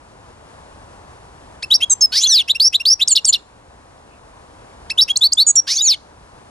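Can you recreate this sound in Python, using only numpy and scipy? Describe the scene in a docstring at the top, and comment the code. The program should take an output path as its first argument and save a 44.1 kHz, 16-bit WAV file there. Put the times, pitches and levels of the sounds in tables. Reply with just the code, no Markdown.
"""A quiet garden: close to a stereo microphone, a goldfinch sings two twittering phrases.
Two sides of its voice organ (syrinx) whistle separately, mix into extra tones and turn raspy in the wheezes.
Trees return a faint echo, made by convolving the song with shaped noise.
Filtered noise makes a distant outdoor rush and a faint hum; a short noise band is another bird's far call."""
import sys
import numpy as np
from scipy import signal
from scipy.fft import rfft, irfft
from scipy.io import wavfile
from scipy.ndimage import uniform_filter1d

SR = 44100
rng = np.random.default_rng(int(sys.argv[2]) if len(sys.argv) > 2 else 0)


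def unload_audio(sound):
    """Save the sound as a 16-bit wav file, at the path given as the first command line argument."""
    columns = np.transpose(np.atleast_2d(sound))
    # keep every value between -1 and 1, then stretch to whole-number steps
    steps = np.round(np.clip(columns, -1, 1) * 32767)
    wavfile.write(sys.argv[1], SR, steps.astype(np.int16))


N = 286650
T = np.arange(N) / SR  # time of each sample, seconds
FREQS = np.fft.rfftfreq(N, 1 / SR)  # hertz

# Tone colour of the distant rush, before its loudness is set: (pitch_hz, relative_level_db per Hz)
RUSH_SPECTRUM = [(12, -41.5), (20, -13.5), (64, -1), (131, -7), (162, -10.5), (298, -10.5), (340, -11.5),
                 (506, -9), (980, -8.5), (1280, -14), (1800, -18.5), (1950, -21.5), (3400, -26.5),
                 (10300, -32.5), (11200, -36.5), (14600, -69), (22000, -120)]
# Heard level of the background noise, before gain and flicker are added; it dips during each phrase
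# of the song and comes back slowly: (time_s, level_db)
BACKGROUND_LEVEL = [(0, -50), (.7, -47), (1.6, -47.5), (2.1, -49.5), (2.7, -54), (3.6, -51), (4.1, -50),
                    (4.85, -47), (5.3, -52), (5.9, -51.5), (6.4, -48.5)]
# How the rush differs between the two microphone ports:
# (pitch_hz, coherence 0-1, left_lead_radians, left_minus_right_db)
RUSH_PORTS = [(59.17, 1, 0.2496, -0.5), (170, 0.97, .7, 0.5), (350, 0.64, 1.25, 0.2), (702, .82, 1.55, 2),
              (1400, 0.37, 1.7, 2), (3100, 0.64, 2.07, 3.1), (7100, 0.303, 1.4, -0.4)]
# The throat cannot tune down to the lowest notes and passes their overtones instead. Levels are relative
# to the main tone: (pitch_hz, second_harmonic_db, third_harmonic_db, fourth_harmonic_db)
OVERTONES = [(1600, 4.5, 6.5, -9), (2150, 11.5, -5, -5), (2740, -6, -28, -19.5), (2900, -17.5, -20, -35.5),
             (3480, -24, -26.5, -47.5), (4070, -33.5, -27, -50), (5168, -26, -26.5, -50),
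             (5600, -46, -40, -49), (6840, -54, -50, -50)]
# What the throat and open beak let through of the mixed tones and the air: (pitch_hz, level_db)
THROAT = [(500, -61), (1300, -24), (2300, -9.5), (3400, 0.5), (6300, 0), (8500, -5), (10600, 2),
          (12300, -22), (15800, -17)]
# Each named syllable is a few strokes by the left or right side; the song rescales them:
# (side, delay_s, length_s, from_hz, to_hz, glide_s, glide_hesitation power, level_db,
#  attack_s, release_s, roughness 0-1)
SYLLABLES = { "tip": [("L", 0, .031, 1500, 2650, .009, 2.5, -20, .021, .011, .1)],
             "pip": [("L", 0, .029, 2380, 2770, .008, 2, -17, .017, .013, .08)],
             "twee": [("L", 0, .038, 2940, 3920, .014, 2.1, -4, .022, .014, .08),
             ("R", .028, .041, 2800, 5600, .0105, 1.6, -4.9, .014, .021, .08),
             ("L", .038, .031, 4450, 4830, .008, 1.1, -15, .02, .009, .08)],
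             "chirp": [("L", 0, .022, 2650, 3000, .021, 4, -22, .015, .004, .55),
             ("R", .004, .04, 2950, 3500, .03, 2, -25, .02, .01, .15),
             ("L", .016, .034, 2950, 3360, .013, 1.4, -6.5, .019, .016, .08)],
             "churr": [("L", 0, .02, 2540, 3100, .018, 2.5, -20, .017, .003, .45),
             ("R", .014, .034, 3000, 4020, .013, 1.7, -7.8, .017, .01, .08),
             ("L", .018, .03, 2900, 3740, .011, 1.4, -11.5, .009, .009, .08)],
             "swee": [("R", .001, .011, 2900, 4250, .0045, 2, -6, .007, .003, .1),
             ("R", .007, .039, 4230, 5400, .029, 1.4, -6.7, .004, .007, .08),
             ("L", .012, .036, 4350, 5100, .018, 1.5, -17, .02, .005, .08),
             ("R", .043, .051, 5170, 5820, .033, 1.3, -6, .009, .013, .08),
             ("L", .048, .042, 5020, 4860, .008, 1.5, -16.5, .006, .012, .08)],
             "tsee": [("R", 0, .008, 5600, 5000, .004, 2, -8, .003, .002, .08),
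             ("R", .006, .006, 5000, 8400, .0035, 1.5, -5.5, .002, .003, .08),
             ("L", .006, .058, 5050, 4150, .025, 1.4, -18.5, .015, .018, .13),
             ("R", .009, .021, 8000, 8720, .003, 1.5, -15, .005, .013, .25),
             ("R", .022, .046, 8550, 6880, .019, 1.6, -5, .03, .016, .08)],
             "chirrup": [("R", 0, .017, 3500, 5200, .007, 2, -9, .012, .003, .2),
             ("L", .001, .017, 3100, 4350, .008, 2, -11.5, .011, .004, .25),
             ("R", .014, .008, 4800, 3400, .004, 1.5, -5, .002, .002, .2),
             ("R", .021, .008, 4400, 3300, .004, 2, -5.5, .002, .003, .2),
             ("R", .027, .007, 3200, 4300, .003, 2, -11, .003, .003, .18),
             ("L", .029, .022, 3200, 2790, .005, 1.5, -17, .004, .018, .1)],
             "lift": [("L", 0, .016, 3650, 4620, .008, 1.6, -7.5, .009, .003, .1)],
             "whip": [("R", 0, .007, 4700, 8500, .004, 1.7, -5.5, .003, .003, .08),
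             ("R", .005, .01, 8000, 8520, .002, 1.2, -17.5, .002, .008, .08)],
             "slide": [("L", 0, .07, 3340, 4400, .037, 1.6, -5.6, .024, .058, .08),
             ("R", .025, .046, 3950, 4580, .018, 1.4, -7, .01, .011, .08)], }
# The order of the song: (start_s, syllable name, time_stretch ratio, pitch ratio, gain_db)
SONG = [ (1.622, "tip", 1.01, 1.001, -1), (1.702, "twee", 1.01, 1.002, 0), (1.801, "chirp", 1.01, .998, 0),
        (2.475, "churr", 1.01, .998, 0), (2.546, "pip", 1.01, .998, 0), (2.596, "swee", 1.001, .999, 0),
        (2.723, "churr", .97, 1.002, 0), (2.796, "pip", 1.01, 1.005, -1), (2.851, "swee", 1.02, 1.001, 0),
        (2.992, "churr", 1.01, .999, 0), (3.075, "tsee", 1.001, 1.001, 0),
        (3.15, "chirrup", 1.01, 1.001, 0), (3.246, "tsee", .98, .998, 0),
        (3.323, "chirrup", .98, .995, -1.5), (4.896, "tip", .99, 1.002, 2.5),
        (4.974, "twee", 1.01, .995, 0), (5.075, "chirp", .99, 1.002, -1), (5.156, "lift", 1.01, 1.001, -1),
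        (5.17, "whip", 1.01, 1.001, 0), (5.207, "slide", 1.001, 1.001, 0), (5.319, "lift", .9, 1.11, 0),
        (5.331, "whip", 1.01, .998, 0), (5.369, "slide", .97, .996, 0), ]
# Ringing pings of two voices, the first with a faint lower third, one row per voice:
# (start_s, side, length_s, pitch_hz, settling_s, level_db, attack_s, release_s)
PINGS = [ (1.897, "L", .045, 6190, .013, -13, .003, .007), (1.902, "R", .039, 7440, .011, -7.6, .004, .009),
         (1.905, "L", .031, 3740, .012, -30, .007, .022), (2.007, "L", .055, 5180, .009, -5.3, .021, .008),
         (2.008, "R", .028, 6370, .004, -10, .004, .018), (5.465, "L", .053, 6755, .006, -7, .004, .008),
         (5.471, "R", .046, 7830, .016, -15, .007, .004), (5.557, "L", .049, 5650, .006, -5.5, .018, .008),
         (5.555, "R", .022, 7050, .006, -7.5, .003, .018), ]
# In each wheeze the right side climbs, then slurs down; all four curves have the same columns,
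# with levels before the peak boost and fades: (time_s, pitch_hz, rms_level_db)
FIRST_CLIMB = [(2.117, 4295, -36), (2.125, 4296, -22), (2.149, 4541, -18), (2.175, 5005, -11),
               (2.195, 5297, -14), (2.203, 5581, -19), (2.231, 6874, -17), (2.25, 7261, -17)]
FIRST_SLUR = [(2.268, 6317, -16), (2.312, 5843, -12), (2.346, 5120, -9), (2.358, 4711, -8),
              (2.374, 4124, -10), (2.404, 3358, -11), (2.42, 2753, -23), (2.428, 2731, -37)]
SECOND_CLIMB = [(5.667, 4663, -38), (5.677, 4738, -23), (5.689, 4966, -23), (5.721, 5370, -15),
                (5.751, 5876, -23), (5.771, 6378, -13), (5.783, 6760, -19)]
SECOND_SLUR = [(5.818, 6806, -15), (5.856, 6982, -13), (5.87, 6590, -11), (5.876, 6253, -9),
               (5.92, 4185, -10), (5.94, 3427, -20), (5.952, 2978, -30), (5.958, 2894, -43)]
# Strokes that accompany the wheezes and make them harsh:
# (side, start_s, length_s, from_hz, to_hz, glide_s, glide_hesitation power, level_db,
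#  attack_s, release_s, roughness 0-1)
WHEEZE_STROKES = [ ("L", 2.119, .083, 1450, 3000, .078, 1.8, -31, .008, .015, .55),
                  ("L", 2.13, .078, 3050, 5600, .062, 1.7, -20, .03, .02, .55),
                  ("L", 2.198, .038, 3080, 3700, .025, 1.5, -19, .028, .005, .65),
                  ("L", 2.229, .029, 3750, 4600, .022, 1.6, -7.5, .012, .007, .29),
                  ("L", 2.25, .03, 3150, 3430, .008, 2, -9, .014, .014, .29),
                  ("L", 2.29, .072, 4430, 2900, .052, 1.6, -13.5, .007, .03, .08),
                  ("R", 2.305, .047, 8400, 6600, .033, 1.3, -24, .014, .016, .08),
                  ("L", 2.355, .062, 3200, 1700, .042, 1.3, -29, .005, .05, .16),
                  ("L", 5.668, .095, 1500, 3200, .08, 1.2, -31, .01, .04, .7),
                  ("L", 5.674, .08, 3450, 5800, .066, 2.4, -21, .04, .03, .7),
                  ("L", 5.754, .056, 3350, 5400, .033, 1.2, -16, .038, .01, .12),
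                  ("L", 5.775, .032, 3265, 3750, .018, 1.3, -20.5, .012, .004, .12),
                  ("R", 5.774, .032, 5300, 6300, .02, 1.4, -20, .01, .016, .12),
                  ("L", 5.802, .024, 3650, 3900, .012, 1.5, -9, .012, .011, .12),
                  ("L", 5.846, .054, 4470, 3000, .045, 2.2, -20, .008, .015, .08),
                  ("L", 5.897, .052, 3350, 1700, .04, 1.5, -31, .005, .006, .21), ]
# The song at the two microphone ports: (pitch_hz, left_lead_radians, left_minus_right_db)
PORTS = [(2800, 0.85, 0), (4042, 0.27, 0.3), (6000, 0.334, -0.9), (9020, 0.27, -1.4), (14000, 1.6, -.7)]
# Scattered echoes off trunks and fence, before their treble is softened: (delay_s, level_db)
ECHOES = [(0.022, -25.5), (.052, -38)]

NOISE_TOP_HZ, TOP_HZ = 11200, 16100  # where the background noise and the whole sound are cut off
GARDEN_T60_S, GARDEN_DB = 0.45, -33.5  # foliage: time to fade by 60 dB, level before treble softening
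# The rasp: average flutter rate of the membranes (Hz), and its swings at full roughness:
# regular phase swing (radians), random phase swing (radians rms), swing of strength (share)
FLUTTER_HZ, FLUTTER_SWING, FLUTTER_CHANCE, FLUTTER_DEPTH = 558.5, 1.4, 0.67, 0.68
PING_SHARP = 1.08  # a ping starts sharp by this ratio and settles on its pitch
RAMP_POWER = 1.5  # how softly every stroke opens and closes: power of a quarter sine
WHEEZE_FADE_S, WHEEZE_PEAK_DB = 0.007, 2.2  # fade at each end, peak over rms level


def undb(db):
    """Turn decibels into gain."""
    return 10 ** (np.asarray(db) / 20)


def along(points, hz, axis=1):
    """Read a table column, joined by straight lines over a log-frequency axis."""
    points = np.array(points, float)
    return np.interp(np.log(hz + 1), np.log(points[:, 0] + 1), points[:, axis])


def noise(centre_hz, width_hz):
    """Make a bell-shaped band of noise with an rms of 1; around 0 Hz it is a slow random drift."""
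    bell = np.exp(-.5 * ((FREQS - centre_hz) / width_hz) ** 2)
    band = irfft(rfft(rng.standard_normal(N)) * bell, N)
    return band / band.std()


def smooth(x, seconds):
    """Take a running mean: muscles cannot turn sharp corners."""
    return uniform_filter1d(x, max(1, int(seconds * SR)))


def rush(gain_db=3, flicker_db=.5):
    """Distant outdoor noise, partly shared by the ports and arriving mostly from one side."""
    shared, own = rfft(rng.standard_normal((2, N)))
    coherence = np.clip(along(RUSH_PORTS, FREQS, axis=1), 0, 1)
    left = np.sqrt(coherence) * shared + np.sqrt(1 - coherence) * own
    left = left * np.exp(1j * along(RUSH_PORTS, FREQS, axis=2))
    tilt = undb(along(RUSH_PORTS, FREQS, axis=3) / 2)
    colour = undb(along(RUSH_SPECTRUM, FREQS)) * (FREQS < NOISE_TOP_HZ)
    stereo = irfft(np.array([left * tilt, shared / tilt]) * colour, N)
    level_db = np.interp(T, *np.transpose(BACKGROUND_LEVEL)) + gain_db + flicker_db * noise(0, 9.2)
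    return stereo / stereo.mean(axis=0).std() * undb(level_db)


def hum(hz=297, width_hz=5, db=-66):
    """A faint distant hum: a noise band so narrow that it wavers like an unsteady tone."""
    return undb(db) * noise(hz, width_hz)


def strokes():
    """List every stroke at its own time: sung syllables, pings and wheeze strokes."""
    sung = []
    for at, name, stretch, ratio, gain_db in SONG:
        for (side, delay, length, start_hz, end_hz, glide, hesitation,
             db, attack, release, rough) in SYLLABLES[name]:
            sung.append((side, at + stretch * delay, stretch * length,
                         ratio * start_hz, ratio * end_hz, stretch * glide, hesitation,
                         db + gain_db, stretch * attack, stretch * release, rough))
    pings = [(side, at, length, PING_SHARP * hz, hz, settling, 1, db, attack, release, 0)
             for at, side, length, hz, settling, db, attack, release in PINGS]
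    return sung + pings + WHEEZE_STROKES


def ramps_db(t, attack, release):
    """The air opens, holds and closes over the times t of one note."""
    opening = np.sin(np.pi / 2 * np.clip((t - t[0]) / attack, 0, 1))
    closing = np.sin(np.pi / 2 * np.clip((t[-1] - t) / release, 0, 1))
    return RAMP_POWER * 20 * np.log10(np.maximum(opening * closing, 1e-3))


def stroke(at, length, start_hz, end_hz, glide, hesitation, db, attack, release, size=200):
    """One note as rows (s, Hz, dB): the membrane's tension relaxes towards a new pitch."""
    t = np.linspace(0, length, size)
    hz = end_hz + (start_hz - end_hz) * np.exp(-(t / glide) ** hesitation)
    return np.column_stack([at + t, hz, db + ramps_db(t, attack, release)])


def slur(curve, size=200):
    """One long wheeze note as rows (s, Hz, dB), steered freely in pitch and strength."""
    s, hz, db = np.transpose(curve)
    t = np.linspace(s[0], s[-1], size)
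    level_db = np.interp(t, s, db) + WHEEZE_PEAK_DB + ramps_db(t, WHEEZE_FADE_S, WHEEZE_FADE_S)
    return np.column_stack([t, np.interp(t, s, hz), level_db])


def notes_of(side):
    """Put one side's notes in order; the right side also carries the wheeze climbs and slurs."""
    notes = [stroke(*shape) for own, *shape, _ in strokes() if own == side]
    if side == "R":
        notes += [slur(curve) for curve in (FIRST_CLIMB, FIRST_SLUR, SECOND_CLIMB, SECOND_SLUR)]
    return sorted(notes, key=lambda note: note[0, 0])


def roughness(calm=0.073):
    """How irregularly the membranes vibrate at each moment: the harshest stroke decides."""
    rough = np.full(N, calm)
    for _, at, length, *_, amount in strokes():
        span = slice(int(at * SR), int((at + length) * SR))
        rough[span] = np.maximum(rough[span], np.clip(amount, 0, 1))
    return smooth(rough, 0.0054)


def membrane(notes, rough, flutter, waver=0.0033):
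    """One vibrating mode's pitch, strength and phase, shaken by flutter where it is rough."""
    hz, size = np.full(N, 3000.), np.zeros(N)
    for note in notes:
        s, pitch, db = np.transpose(note)
        s = np.maximum.accumulate(s)
        span = slice(int((s[0] - .002) * SR), int((s[-1] + .002) * SR))
        hz[span] = np.interp(T[span], s, pitch)
        size[span] = np.interp(T[span], s, undb(db), left=0, right=0)
    hz = smooth(hz, 0.0023) * (1 + waver * noise(0, 120))
    shake = FLUTTER_SWING * np.sin(flutter) + FLUTTER_CHANCE * noise(400, 485)
    # adding up the pitch gives the phase of the vibration
    phase = 2 * np.pi * np.cumsum(hz) / SR + rough * shake
    size = smooth(size, .0012) * (1 + FLUTTER_DEPTH * rough * np.sin(flutter))
    return hz, size, phase


def modes_of(side, rough, flutter, count=3):
    """Notes take turns on a few modes of one membrane, so that neighbours can overlap."""
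    notes = notes_of(side)
    return [membrane(notes[k::count], rough, flutter) for k in range(count)]


def whistle(hz, size, phase):
    """A nearly pure tone with the overtones that the throat lets through."""
    tone = np.sin(phase)
    for k in range(2, 5):
        overtone = undb(along(OVERTONES, hz, axis=k - 1)) * np.sin(k * phase)
        tone += overtone * (k * hz < .45 * SR)  # leave out overtones too high for the sample rate
    return size * tone


def combination_tones(left, right, upper_db=0, lower_db=-8, sum_db=-7, difference_db=0):
    """Two voices multiplied in one windpipe make new tones at sums and differences of their pitches."""
    upper = undb(upper_db) * right ** 2 * left.conj()  # twice the right pitch minus the left
    lower = undb(lower_db) * left ** 2 * right.conj()  # twice the left pitch minus the right
    total = undb(sum_db) * left * right
    difference = undb(difference_db) * right * left.conj()
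    return -(upper + lower + total + difference).imag


def breath(left, right, rough, flutter, air_db=-36, rasp_air_db=-16, attack_air_s=0.00037):
    """Turbulent air escapes in puffs, once per flutter, and spurts as each note opens."""
    effort = np.hypot(abs(left), abs(right))
    puffs = undb(air_db) + rough * undb(rasp_air_db) * (1 + np.sin(flutter))
    opening_speed = np.gradient(smooth(effort, 0.0022), 1 / SR)
    spurts = attack_air_s * np.maximum(opening_speed, 0)
    return (effort * puffs + spurts) * rng.standard_normal(N)


def goldfinch(left_share=0.41):
    """Both sides sing into one windpipe; the throat shapes their combination tones and turbulent air."""
    rough = roughness()
    unsteady = .19 * noise(0, 130)
    flutter = 2 * np.pi * np.cumsum(FLUTTER_HZ * (1 + unsteady)) / SR
    lefts = modes_of("L", left_share * rough, flutter)  # the left side gets a smaller share of the rasp
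    rights = modes_of("R", rough, flutter)
    song = sum(whistle(*voice) for voice in lefts + rights)
    # complex numbers hold strength and phase together
    left = sum(size * np.exp(1j * phase) for _, size, phase in lefts)
    right = sum(size * np.exp(1j * phase) for _, size, phase in rights)
    extra = combination_tones(left, right) + breath(left, right, rough, flutter)
    return song + irfft(rfft(extra) * undb(along(THROAT, FREQS)), N)


def garden(song, echo_spread_s=.006):
    """The direct song at two ports, plus two blurred echoes and a short scatter from the foliage."""
    t = T[:SR // 2]
    foliage = undb(-60 * t / GARDEN_T60_S) * (t > .002)
    shapes = [(foliage, GARDEN_DB)]
    shapes += [(np.exp(-.5 * ((t - delay) / echo_spread_s) ** 2), db) for delay, db in ECHOES]
    power = sum((shape * undb(db)) ** 2 / np.sum(shape ** 2) for shape, db in shapes)
    scatter = rng.standard_normal((2, len(t))) * np.sqrt(power)
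    soften = signal.butter(2, 8000, fs=SR, output="sos")
    response = signal.sosfilt(soften, scatter)
    # each port gets half of the level and phase difference, in opposite directions
    lean = undb(along(PORTS, FREQS, axis=2) / 2) * np.exp(.5j * along(PORTS, FREQS, axis=1))
    direct = irfft(rfft(song) * np.array([lean, 1 / lean]), N)
    return direct + signal.fftconvolve(song[None], response, axes=1)[:, :N]


def far_bird():
    """One distant call: a brief swell of narrow noise, blurred by the trees and separate on each side."""
    at_s, spread_s, hz, width_hz, db = 4.135, .028, 2620, 200, -56.5
    swell = np.exp(-.5 * ((T - at_s) / spread_s) ** 2)
    return undb(db) * swell * np.array([noise(hz, width_hz), noise(hz, width_hz)])


def scene():
    """The rush and hum, the singer in its garden, and the far bird sound together."""
    return rush() + hum() + garden(goldfinch()) + far_bird()


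def record(dry):
    """The recorder cuts the top with a steep low-pass filter."""
    return signal.sosfiltfilt(signal.ellip(8, .1, 60, TOP_HZ, fs=SR, output="sos"), dry)


dry = scene()
out = record(dry)
unload_audio(out)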